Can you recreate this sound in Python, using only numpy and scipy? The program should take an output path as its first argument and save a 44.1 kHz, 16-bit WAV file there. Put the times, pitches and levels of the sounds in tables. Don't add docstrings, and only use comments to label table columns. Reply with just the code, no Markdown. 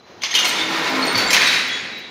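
import sys
import numpy as np
from scipy import signal
from scipy.fft import rfft, irfft
from scipy.io import wavfile
from scipy.ndimage import uniform_filter1d

SR = 44100
rng = np.random.default_rng(int(sys.argv[2]) if len(sys.argv) > 2 else 0)


def boost_factor(decibels):
    exponent = np.asarray(decibels, float) / 20
    return 10 ** exponent


def waveform_to_disk(signal):
    frames = np.transpose(np.atleast_2d(signal))
    scaled = np.clip(frames, -1, 1) * 32767
    samples = np.round(scaled).astype(np.int16)
    wavfile.write(sys.argv[1], SR, samples)


N = 92610
T = np.arange(N) / SR


def evened(x):
    return x / np.sqrt(np.mean(x ** 2) + 1e-20)


def read(points, hz):
    point_hz, value = np.transpose(points)
    return np.interp(np.log(hz + 1), np.log(point_hz + 1), value)


def colour(x, points):
    curve_db = np.maximum(read(points, np.fft.rfftfreq(len(x), 1 / SR)), -90)
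    return evened(irfft(rfft(x) * boost_factor(curve_db), len(x)))


def slow(rate_hz, size=N):
    span = max(int(SR / rate_hz), 2)
    once = uniform_filter1d(rng.standard_normal(size), span)
    return evened(uniform_filter1d(once, span))


def fuzz(width_hz, rough, size):
    wander = slow(width_hz, size=size) + 1j * slow(width_hz, size=size)
    return 1 - rough + rough * wander / np.sqrt(2)


def blurred(hz, t, width_hz, rough):
    return fuzz(width_hz, rough, size=len(t)) * np.exp(2j * np.pi * hz * t)


def layer(source, rows):
    mix = np.zeros(N)
    for row in rows:
        start_s, sound = source(*row)
        part = mix[round(start_s * SR):][:len(sound)]
        part += sound[:len(part)]
    return mix


def quiet_air():
    # (pitch_hz, level_db)
    air_tone = [(25, -32), (70, -12.5), (180, -4.5), (400, -1), (950, -6.5), (1100, -8.5), (4040, -18.5),
                (6500, -22.5), (7300, -38), (8000, -45), (15500, -46)]
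    rush = boost_factor(-45.5 + 2.2 * slow(19.0)) * colour(rng.standard_normal(N), air_tone)
    whine = boost_factor(-54) * blurred(4040, T, 200, .6).real
    return rush + whine


def squeak(start_s, length_s, hz, db):
    t = np.arange(8192) / SR
    past_end = np.maximum(t - length_s, 0)
    shape = np.minimum(t / .009, 1) * boost_factor(-4 * t / length_s - 700 * past_end)
    rising = np.exp(2j * np.pi * hz * (t + .04 * t ** 2))
    tone = rising * fuzz(min(240, .14 * hz), .33, size=len(t))
    return start_s, 1.92 * boost_factor(db) * shape * tone.real


def squeaks():
    # (start_s, length_s, pitch_hz, level_db)
    pivot_rows = [(.206, .012, 3230, -38), (.216, .008, 6200, -34), (.31, .025, 6400, -30),
                  (.44, .018, 8120, -29), (.45, .035, 4250, -25), (.58, .02, 3490, -23),
                  (.607, .035, 3570, -23), (.605, .02, 2200, -26), (.672, .025, 2170, -26),
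                  (1.018, .035, 4330, -21), (1.07, .03, 4350, -22), (1.12, .015, 4350, -29),
                  (1.01, .03, 8660, -40), (1.06, .055, 8680, -34), (1.147, .016, 4490, -18),
                  (1.175, .028, 4500, -21), (1.212, .03, 4520, -21), (1.255, .022, 4530, -23),
                  (1.27, .1, 7320, -31), (1.23, .012, 3400, -25), (1.466, .008, 8400, -26),
                  (1.45, .02, 3860, -24), (1.473, .045, 3860, -21), (1.53, .07, 3850, -25),
                  (1.688, .085, 3335, -28), (1.72, .1, 6700, -43), (1.71, .07, 3850, -34),
                  (1.92, .1, 3870, -38), (2.04, .05, 3870, -41), (1.91, .05, 15150, -69)]
    # (start_s, length_s, pitch_hz, level_db)
    moan_rows = [(.465, .012, 8130, -30), (.484, .018, 8130, -27), (.508, .014, 8130, -29),
                 (.527, .01, 8130, -33), (.55, .06, 8130, -42), (.365, .05, 2865, -19),
                 (.352, .04, 3170, -21), (.35, .014, 6140, -23), (.39, .012, 6350, -28),
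                 (.58, .1, 318, -31), (.69, .13, 325, -30), (.9, .12, 262, -28), (.85, .045, 1010, -28),
                 (.965, .04, 1050, -25), (1.035, .03, 1040, -28), (1.64, .025, 3870, -32),
                 (1.71, .09, 3470, -38), (1.84, .03, 3470, -41), (1.82, .04, 3110, -40),
                 (1.79, .02, 3360, -36), (2.03, .05, 3620, -45)]
    return layer(squeak, pivot_rows) + layer(squeak, moan_rows)


def pushed(column):
    # (time_s, roller_rumble_db, bar_rattle_db)
    push_rows = np.array([(0.217, -42, -36), (.33, -40, -32), (0.358, -27, -26), (.5, -27.5, -22.5),
                          (.65, -25.5, -21), (.95, -21, -19.5), (1.15, -23, -20), (1.3, -24, -19.5),
                          (1.42, -28.5, -11.5), (1.551, -33, -14), (1.698, -47.5, -30), (2.1, -48.5, -50)])
    return boost_factor(np.interp(T, push_rows[:, 0], push_rows[:, column], left=-90))


def struck(low_hz, high_hz, per_s, spread_db, t60, count):
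    happens = rng.random(N) < per_s / SR
    force = happens * boost_factor(spread_db * np.minimum(rng.exponential(1, N), 4))
    bar = rng.integers(0, count, N)
    t = np.arange(4000) / SR
    out = np.zeros(N)
    for k, (pitch_luck, fade_luck) in enumerate(rng.random((count, 2))):
        hz = low_hz * (high_hz / low_hz) ** ((k + pitch_luck) / count)
        ring = boost_factor(-60 * t / (t60 * (0.19 + fade_luck))) * np.sin(2 * np.pi * hz * t)
        ring = ring / np.linalg.norm(ring)
        out += signal.oaconvolve(force * (bar == k), ring)[:N] * np.sqrt(hz)
    return evened(out)


def rollers():
    # (pitch_hz, level_db)
    track_tone = [(30, -42), (60, -37), (130, -11), (200, -3), (310, -1), (480, -2), (1030, 0.5),
                  (1500, -2), (2200, -4.5), (3200, -19), (5000, -38)]
    bumps = struck(60.8, 2965, per_s=2500, spread_db=2.5, t60=0.084, count=40)
    grind = boost_factor(5.0) * rng.standard_normal(N) + bumps
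    return pushed(1) * boost_factor(1.4 * slow(41)) * colour(grind, track_tone)


def rattle():
    # (pitch_hz, level_db)
    bar_tone = [(500, -65), (800, -15), (1500, -4.5), (2150, 0.5), (3000, -6), (3900, -3.5), (6500, -16),
                (9000, -26.5), (15500, -35.5)]
    taps = struck(692.8, 15500, per_s=4000, spread_db=3.5, t60=0.062, count=60)
    chatter = boost_factor(5.0) * rng.standard_normal(N) + taps
    return pushed(2) * boost_factor(2.0 * slow(33.6)) * colour(chatter, bar_tone)


def clank(modes, start_s, ring_db, crack_db, splash_db, t60):
    # (pitch_hz, level_db)
    crack_tone = [(200, -50), (450, -21), (1000, -11), (1500, -14), (2150, -0.5), (2600, -4.5),
                  (4500, -6.5), (6200, -9), (9000, -40), (12000, -53)]
    # (pitch_hz, level_db)
    splash_tone = [(2350, -45), (4000, 1), (6660, 1), (8120, -11), (9570, -8), (12600, -12.5), (15500, -19)]
    t = np.arange(8192) / SR
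    tones = sum(boost_factor(db) * blurred(hz, t, 215, 0.55) for hz, db in modes).real
    ring = boost_factor(ring_db - 60 * t / (1.18 * t60)) * np.minimum(t / 0.0074, 1) * tones
    fade = boost_factor(-60 * t / t60) + .7 * boost_factor(-60 * t / .02)
    noise = colour(rng.standard_normal(len(t)), crack_tone)
    crack = boost_factor(crack_db) * np.minimum(t / .0008, 1) * fade * noise
    spray = colour(rng.standard_normal(len(t)), splash_tone)
    splash = boost_factor(splash_db - 60 * t / 0.16) * np.minimum(t / 0.00087, 1) * spray
    return start_s, ring + crack + splash


def clanks():
    # (pitch_hz, level_db)
    latch_modes = [(2100, -14), (2568, -14), (2869, -7.5), (3160, 2), (3400, -4), (3600, 0.5), (4230, -10),
                   (5330, -6), (6142, -1), (6342, -8)]
    # (pitch_hz, level_db)
    stack_modes = [(700, -11.5), (1044, -2), (1900, 1), (2200, -1), (2600, -8.5), (3100, -16), (4450, -2),
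                   (6000, -23)]
    # (start_s, ring_db, crack_db, splash_db, fade_60db_s)
    latch_rows = [(0.2188, -32, -33.5, -42, 0.31), (0.235, -29, -19.5, -36, 0.24),
                  (.256, -40, -39, -50, 0.13), (.309, -23, -26, -39, 0.098), (.340, -21, -23.5, -28, 0.24),
                  (.351, -17, -16.5, -21.5, 0.13), (.388, -20, -20.5, -26.5, 0.22),
                  (.446, -35, -20, -26, 0.12), (.4526, -24, -17, -26, 0.071),
                  (0.484, -39, -26, -26.5, 0.078)]
    # (start_s, ring_db, crack_db, splash_db, fade_60db_s)
    stack_rows = [(1.0669, -29, -25, -38, 0.068), (1.154, -20, -23, -32, 0.098),
                  (1.175, -31, -32, -23.5, 0.058), (1.305, -37, -19.5, -19.5, 0.073),
                  (1.3295, -17, -18.5, -15, 0.11), (1.344, -22, -14, -34, 0.15),
                  (1.365, -19, -13.5, -40, 0.099), (1.392, -27, -24, -49, 0.029),
                  (1.425, -22, -25, -49, 0.066)]
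    latch = layer(lambda *row: clank(latch_modes, *row), latch_rows)
    stack = layer(lambda *row: clank(stack_modes, *row), stack_rows)
    return latch + stack


def knock(start_s, db, hz, t60):
    t = np.arange(4096) / SR
    return start_s, boost_factor(db - 60 * t / t60) * np.minimum(t / 0.0018, 1) * np.sin(2 * np.pi * hz * t)


def knocks():
    # (start_s, level_db, pitch_hz, fade_60db_s)
    knock_rows = [(.235, -17.5, 4800, 0.038), (.445, -9.5, 2200, 0.037), (.353, -10, 3700, 0.035),
                  (0.34, -15, 4200, .05), (0.35, -6.5, 3000, 0.046), (0.38, -12, 3700, 0.044),
                  (0.32, -19, 3100, 0.036), (0.43, -14, 2820, 0.059), (0.43, -19, 6900, .03),
                  (0.33, -18, 1900, 0.049), (.49, -21, 2200, 0.026), (1.292, -16, 2180, 0.11),
                  (1.304, -13.5, 2080, .04), (1.305, -13, 5260, .03), (1.332, -10.5, 2400, 0.046),
                  (1.333, -15, 6300, .03), (1.344, -8.5, 2670, 0.047), (1.344, -8, 3100, 0.04),
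                  (1.346, -17, 1060, 0.061), (1.364, -13, 1000, 0.048), (1.365, -19, 724, 0.038),
                  (1.7, -19, 2000, 0.048), (1.556, -17, 2200, .06), (1.53, -15, 2000, 0.039),
                  (1.365, -20, 2100, 0.044), (1.377, -7.5, 1800, 0.033), (1.391, -14, 1910, 0.031),
                  (1.419, -14.5, 2250, 0.041), (1.427, -17, 2400, 0.048), (1.443, -22, 2020, 0.036),
                  (1.474, -11, 4400, 0.072), (1.467, -27, 1800, .04)]
    return layer(knock, knock_rows)


def screech(start_s, length_s, hz, width_hz, db):
    t = np.arange(SR // 2) / SR
    past_end = np.maximum(t - length_s, 0)
    shape = np.minimum(t / 0.015, 1) * boost_factor(-6 * t / length_s - 57 * past_end)
    return start_s, boost_factor(db) * shape * blurred(hz, t, width_hz, 0.73).real


def screeches():
    # (start_s, length_s, centre_hz, width_hz, level_db)
    screech_rows = [
        (0.346, 0.051, 3152, 910, -15),
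        (1.346, 0.3, 2040, 1240, -20.5),
    ]
    return layer(screech, screech_rows)


def tick(start_s, db, hz, other_hz, t60):
    t = np.arange(6000) / SR
    sharp = np.diff(rng.standard_normal(len(t) + 5), 5)[:len(t)] / 16
    click = boost_factor(3 - 60 * t / .02) * sharp
    ring = (blurred(hz, t, 500, 0.45) + blurred(other_hz, t, 500, 0.45)).real
    return start_s, boost_factor(db) * np.minimum(t / 0.00085, 1) * (boost_factor(-60 * t / t60) * ring + click)


def ticks():
    # (start_s, level_db, first_pitch_hz, second_pitch_hz, fade_60db_s)
    tick_rows = [(.475, -36, 13650, 13200, 0.17), (.48, -36, 14850, 14400, .15),
                 (.8966, -42, 13800, 15000, 0.086), (1.053, -37, 13900, 13300, .06),
                 (1.128, -41, 13600, 13900, 0.063), (1.679, -74, 16300, 11600, 0.11),
                 (1.681, -38, 13600, 15200, .04), (1.977, -54, 13100, 14900, .08),
                 (1.989, -45, 14000, 12400, 0.036)]
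    return layer(tick, tick_rows)


def thump(start_s, db, hz, t60):
    t = np.arange(SR // 2) / SR
    return start_s, boost_factor(db - 60 * t / t60) * np.minimum(t / 0.011, 1) * np.sin(2 * np.pi * hz * t)


def thumps():
    # (start_s, level_db, pitch_hz, fade_60db_s)
    thump_rows = [
        (1.152, -25, 112, 0.19),
        (1.24, -37, 55, 0.32),
        (1.33, -33.5, 71, 0.14),
    ]
    return layer(thump, thump_rows)


def hall(x):
    # (pitch_hz, fade_60db_s)
    hall_fade = [(150, 3.57), (1000, 1.43), (2500, 1.62), (5000, 1.35), (9000, 0.94), (15000, 0.2)]
    echoes = rng.standard_normal(2 * SR) * (np.arange(2 * SR) > 300)
    hz, t, bands = signal.stft(echoes, SR, nperseg=256)
    fading = bands * boost_factor(-60 * t / read(hall_fade, hz)[:, None])
    tail = signal.istft(fading, SR, nperseg=256)[1]
    return signal.fftconvolve(x, tail / np.linalg.norm(tail))[:N]


def scene():
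    air = quiet_air()
    whistles = squeaks()
    slide = boost_factor(-2) * rollers() + boost_factor(-5) * rattle()
    hits = clanks() + knocks() + screeches()
    near = ticks() + thumps()
    to_hall = boost_factor(-6.5) * hits + boost_factor(-11.5) * whistles + boost_factor(-18) * near + boost_factor(-6.5) * slide
    mono = hits + whistles + near + slide + hall(to_hall) + air
    return mono * boost_factor([[.015], [-.015]])


def band_limit(x):
    return signal.sosfilt(signal.butter(12, 16620, fs=SR, output="sos"), x)


def record(dry):
    # (pitch_hz, level_db)
    mic_tone = [(20, -6), (90, 0.5), (200, -2), (7200, -0.5), (7800, -5.5), (8800, -0.5), (16000, 2.5)]
    mic = irfft(rfft(dry) * boost_factor(read(mic_tone, np.fft.rfftfreq(N, 1 / SR))), N)
    overloaded = 1.153 * np.tanh(mic / 1.041)
    treble_limit = signal.firwin(511, 15700, window=("kaiser", 9), fs=SR)
    return band_limit(signal.oaconvolve(overloaded, treble_limit[None], "same"))


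dry = scene()
out = record(dry)
waveform_to_disk(out)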